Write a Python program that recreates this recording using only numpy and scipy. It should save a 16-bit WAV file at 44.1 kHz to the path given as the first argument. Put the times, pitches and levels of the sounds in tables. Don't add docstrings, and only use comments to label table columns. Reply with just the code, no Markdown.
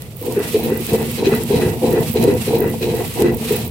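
import sys
import numpy as np
from scipy import signal
from scipy.fft import rfft, irfft, next_fast_len
from scipy.io import wavfile
from scipy.ndimage import uniform_filter1d, map_coordinates

SR = 44100
rng = np.random.default_rng(int(sys.argv[2]) if len(sys.argv) > 2 else 0)


def store_pcm(level_fs):
    pcm = np.round(np.clip(level_fs, -1, 1) * 32767).astype(np.int16)
    wavfile.write(sys.argv[1], SR, np.atleast_2d(pcm).T)


def voltage_ratio(decibels):
    exponent = np.asarray(decibels, float) / 20
    return 10 ** exponent


N = 163170
T_S = np.arange(N) / SR

# start in seconds, length in seconds, pressure in dB, early scrape in dB, late glaze in dB.
STROKES = [(0.006, 0.024, -43, -62, -56), (0.204, 0.25, -24, -54, -33), (0.517, 0.25, -21, -37.5, -35),
           (0.863, 0.16, -20.5, -36, -33.5), (1.161, 0.2, -19, -32, -29.5), (1.477, 0.21, -17, -32, -29),
           (1.801, 0.19, -16.5, -36.5, -33), (2.132, 0.19, -16, -33.5, -33.5),
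           (2.458, 0.22, -18, -35.5, -34.5), (2.792, 0.22, -20.5, -35.5, -37),
           (3.141, 0.14, -16.5, -35, -34), (3.371, 0.17, -30, -45, -47), (3.466, 0.089, -24.5, -37, -47)]
# start in seconds, peak in dB, pitch in Hz.
JOLTS = [(.275, -17, 420), (.365, -4.5, 407), (0.541, -3, 428), (.655, -20, 420), (0.714, -11.5, 405),
         (.932, -4, 446), (1.19, -15, 450), (1.265, -2.5, 390), (1.315, -7, 431), (1.499, -4.5, 410),
         (1.62, -6, 368), (1.835, -4.5, 457), (1.965, -6.5, 441), (2.154, -9, 430), (2.235, -19, 420),
         (2.274, -1, 401.6), (2.474, -10, 428), (2.53, -8, 460), (2.611, -6, 422), (2.865, -10, 436.4),
         (3.193, -6.5, 385), (3.212, -3, 420), (3.241, -4.5, 348), (3.504, -6.5, 421)]
# centre in Hz, width in Hz, level in dB.
BELLY_MODES = [(282.7, 14, -5), (348.3, 25.6, -1.5), (385, 29, -4), (420, 33.4, -2.5), (449.4, 31.8, 0.5),
               (501.7, 27.4, -3)]
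FOOT_MODES = [(60.4, 35, -10.5), (86.6, 32, -5.5), (122.4, 30, -3), (165, 20.3, -3), (214.1, 21.9, -1.5),
              (234.7, 18.4, 1)]
WALL_MODES = [(628.5, 20.7, -4), (705, 32.6, -3), (816, 69, -5.5), (897, 78, -6.5), (942, 35, -3),
              (1076, 54, -17.5)]
SCRAPE_MODES = [(2560, 126, 10.5), (3455, 120, 9), (3970, 117, 11.5), (1380, 780, -2), (2950, 1960, 5)]
GLAZE_MODES = [(1987, 37, 5), (1410, 910, -8.5), (2650, 190, -4.5)]
# time in seconds, level in dB.
WETNESS = [(0.0, -47.5), (0.03, -42.5), (0.05, -48.5), (0.34, -34.5), (0.39, -40), (0.68, -31.5),
           (0.75, -35), (0.93, -32), (0.94, -27.5), (0.97, -35), (3.04, -38), (3.18, -35), (3.22, -32.5),
           (3.24, -40.5), (3.41, -37.5), (3.53, -29.5), (3.69, -43), (3.7, -44)]
# frequency in Hz, density in dB per Hz.
FIZZ_SPECTRUM = [(650, -49), (1100, -0.5), (1490, -8.5), (1940, -2), (2600, 1), (6620, -7.5), (7910, -2.5),
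                 (14000, -4), (15800, -11.5)]
# frequency in Hz, left over right in dB.
FIZZ_PAN = [(1000, -2), (4000, -3.5), (9000, -3), (13000, -5)]
# start in seconds, peak in dB, left over right in dB.
SNAPS = [(0.0209, -24.5, -11), (0.3242, -23, -13), (0.867, -16, -1), (0.9332, -14.5, -1),
         (1.0286, -26, -5.5), (1.4359, -19.5, -6.5), (1.5873, -23, -9.5), (1.927, -26, -11.0),
         (2.228, -17, -12.5), (2.2398, -19, -9), (2.3395, -24, -7), (2.953, -23, -1), (3.1395, -22, -4.5),
         (3.2046, -24, -9.5), (3.2219, -15, -12), (3.53, -20, -7.5)]
# frequency in Hz, density in dB per Hz.
HUM_SPECTRUM = [(18, -56), (30, -21), (87, -3.5), (140, -4), (282, -25), (439, -19), (1500, -42.5),
                (1950, -70), (3300, -120)]
# frequency in Hz, left-right correlation from 0 to 1.
LIKENESS = [(30, 0.73), (125, 0.93), (300, 0.92), (550, 0.91), (1000, 0.36), (3000, 0.028)]


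def unit(x):
    return x / np.sqrt(np.mean(x ** 2) + 1e-20)


def along(points, hz):
    point_hz, value = np.transpose(points)
    return np.interp(np.log(hz + 1), np.log(point_hz + 1), value)


def wobble(knots_per_s):
    knots = rng.standard_normal(int(N * knots_per_s / SR) + 4)
    return map_coordinates(knots, [np.arange(N) * knots_per_s / SR])


def filtered(x, response):
    size = next_fast_len(N + SR // 2)
    hz = np.fft.rfftfreq(size, 1 / SR)
    return irfft(rfft(x, size) * response(hz), size)[..., :N]


def mid_side_gains(hz):
    angle = np.arccos(np.clip(along(LIKENESS, hz), -1, 1)) / 2
    return np.array([np.cos(angle), np.sin(angle)])


def kitchen():
    noise = rng.standard_normal((2, N))
    mid, side = filtered(noise, lambda hz: voltage_ratio(along(HUM_SPECTRUM, hz)) * mid_side_gains(hz))
    return voltage_ratio(-30.5 + 1.8 * wobble(4.2)) * unit(np.array([mid + side, mid - side]))


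def grit(catches_per_s, spread_db):
    hit = rng.random((2, N)) < catches_per_s / SR
    sign_and_size = rng.standard_normal((2, N)) * voltage_ratio(spread_db * rng.standard_normal((2, N)))
    return unit(hit * sign_and_size)


def paste_fizz():
    def colour(hz):
        pan_db = along(FIZZ_PAN, hz) * np.array([[0.5], [-0.5]])
        return voltage_ratio(along(FIZZ_SPECTRUM, hz) + pan_db) * (hz > 900)
    unsteady_db = 2.6 * wobble(12) + 1.9 * np.array([wobble(60), wobble(60)])
    return unit(filtered(rng.standard_normal((2, N)) * voltage_ratio(unsteady_db), colour))


def paste_smacks():
    puff_s, corner_hz = 0.0027, 13800
    partings = np.abs(grit(240, 6.5) * voltage_ratio(4.2 * wobble(9.92)))
    puffs = np.abs(uniform_filter1d(partings, max(int(puff_s * SR), 1), axis=1))
    noise = puffs * rng.standard_normal((2, N))
    smacks = unit(filtered(noise, lambda hz: 1 / (1 + (corner_hz / (hz + 1)) ** 5)))
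    return smacks * voltage_ratio([[-9], [3]])


def paste_snaps():
    t60_s = 0.0039
    out = np.zeros((2, N + SR))
    t_s = np.arange(SR // 100) / SR
    bursts = rng.standard_normal((len(SNAPS), 2, len(t_s)))
    for (start_s, peak_db, pan_db), burst in zip(SNAPS, bursts):
        decay = voltage_ratio(peak_db + 4.5 - 60 * t_s / t60_s)
        pan = voltage_ratio([[pan_db / 2], [-pan_db / 2]])
        out[:, round(start_s * SR):][:, :len(t_s)] += decay * np.diff(burst, prepend=0) * pan
    return out[:, :N]


def paste():
    wet = voltage_ratio(np.interp(T_S, *np.transpose(WETNESS)))
    return wet * (voltage_ratio(4) * paste_fizz() + voltage_ratio(7) * paste_smacks()) + paste_snaps()


def jolts():
    rise_s, t60_s, thud_db, thud_hz = 0.0073, 0.14, -9.5, 231.2
    out = np.zeros(N + SR)
    t_s = np.arange(SR // 5) / SR
    envelope = np.sin(np.pi / 2 * np.clip(t_s / rise_s, 0, 1)) ** 2 * voltage_ratio(-60 * t_s / t60_s)

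    def tone(hz, turns):
        return np.sin(2 * np.pi * (hz * t_s + turns))

    for (start_s, peak_db, hz), (a, b, c, d) in zip(JOLTS, rng.random((len(JOLTS), 4))):
        wave = tone(hz, a)
        wave = wave + 0.32 * tone(hz * (0.78 + 0.093 * d), b)
        wave = wave + voltage_ratio(thud_db) * tone(thud_hz, c)
        wave = wave + 0.34 * tone(hz * 1.16, d)
        out[round(start_s * SR):][:len(t_s)] += voltage_ratio(peak_db) * envelope * wave
    return out[:N] * voltage_ratio([[0.4], [-0.4]])


def ring(pair, force, modes):
    def response(hz):
        body = 0
        for k, (centre_hz, width_hz, db) in enumerate(modes):
            damping = 1j * hz * width_hz
            body = body + (-1) ** k * voltage_ratio(db) * damping / (centre_hz ** 2 - hz ** 2 + damping)
        return body * mid_side_gains(hz)
    scale = np.sqrt(np.mean(filtered(pair, response) ** 2) * 2)
    mid, side = filtered(pair * force, response) / scale
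    return np.array([mid + side, mid - side])


ATTACK_S = 0.032


def press(lag_s, let_go_db_per_s):
    sag_db_per_s = 10
    force = np.zeros(N)
    for start_s, length_s, db, _, _ in STROKES:
        t_s = T_S - start_s
        released_s = np.clip(t_s - length_s - lag_s, 0, None)
        bite = np.clip(t_s / (ATTACK_S + lag_s), 0, 1)
        force += voltage_ratio(db - sag_db_per_s * np.abs(t_s) - let_go_db_per_s * released_s) * bite
    return force


def scrape_force():
    hold_s = 0.099
    force = np.zeros(N)
    for start_s, _, _, db, _ in STROKES:
        t_s = T_S - start_s
        fade = np.exp(-np.clip((t_s - hold_s) / hold_s, 0, None) ** 2)
        force += voltage_ratio(db) * np.clip(t_s / ATTACK_S, 0, 1) * fade
    return force


def glaze_force():
    latest_s, spread_s = 0.21, 0.046
    force = np.zeros(N)
    for start_s, length_s, _, _, db in STROKES:
        peak_s = start_s + min(latest_s, length_s * 0.885)
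        force += voltage_ratio(db) * np.exp(-0.5 * ((T_S - peak_s) / spread_s) ** 2)
    return force


def bowl():
    belly = ring(grit(900, 5.5), press(0, 152) * voltage_ratio(0.64 * wobble(24.79)), BELLY_MODES)
    foot = ring(grit(900, 5.5), press(0.043, 73) * voltage_ratio(-2), FOOT_MODES)
    wall = ring(grit(1500, 4.3), press(0.0067, 127) * voltage_ratio(-12 + 2.1 * wobble(29.8)), WALL_MODES)
    scrape = ring(grit(4000, 3.3), scrape_force() * voltage_ratio(3.65 * wobble(34.96)), SCRAPE_MODES)
    glaze = ring(grit(3000, 3), glaze_force() * voltage_ratio(2.4 * wobble(30.1)), GLAZE_MODES)
    return belly + foot + wall + scrape + glaze


def scene():
    return kitchen() + paste() + jolts() + bowl()


def low_pass(x):
    return signal.sosfilt(signal.butter(12, 16200, fs=SR, output="sos"), x)


def record(dry):
    bass_hz, top_hz = 45, 15850
    x = filtered(dry, lambda hz: (hz < top_hz) * (1j * hz / (bass_hz + 1j * hz)) ** 2)
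    clipped = x / (1 + np.abs(x) ** 8) ** (1 / 8)
    return low_pass(clipped)


dry = scene()
out = record(dry)
store_pcm(out)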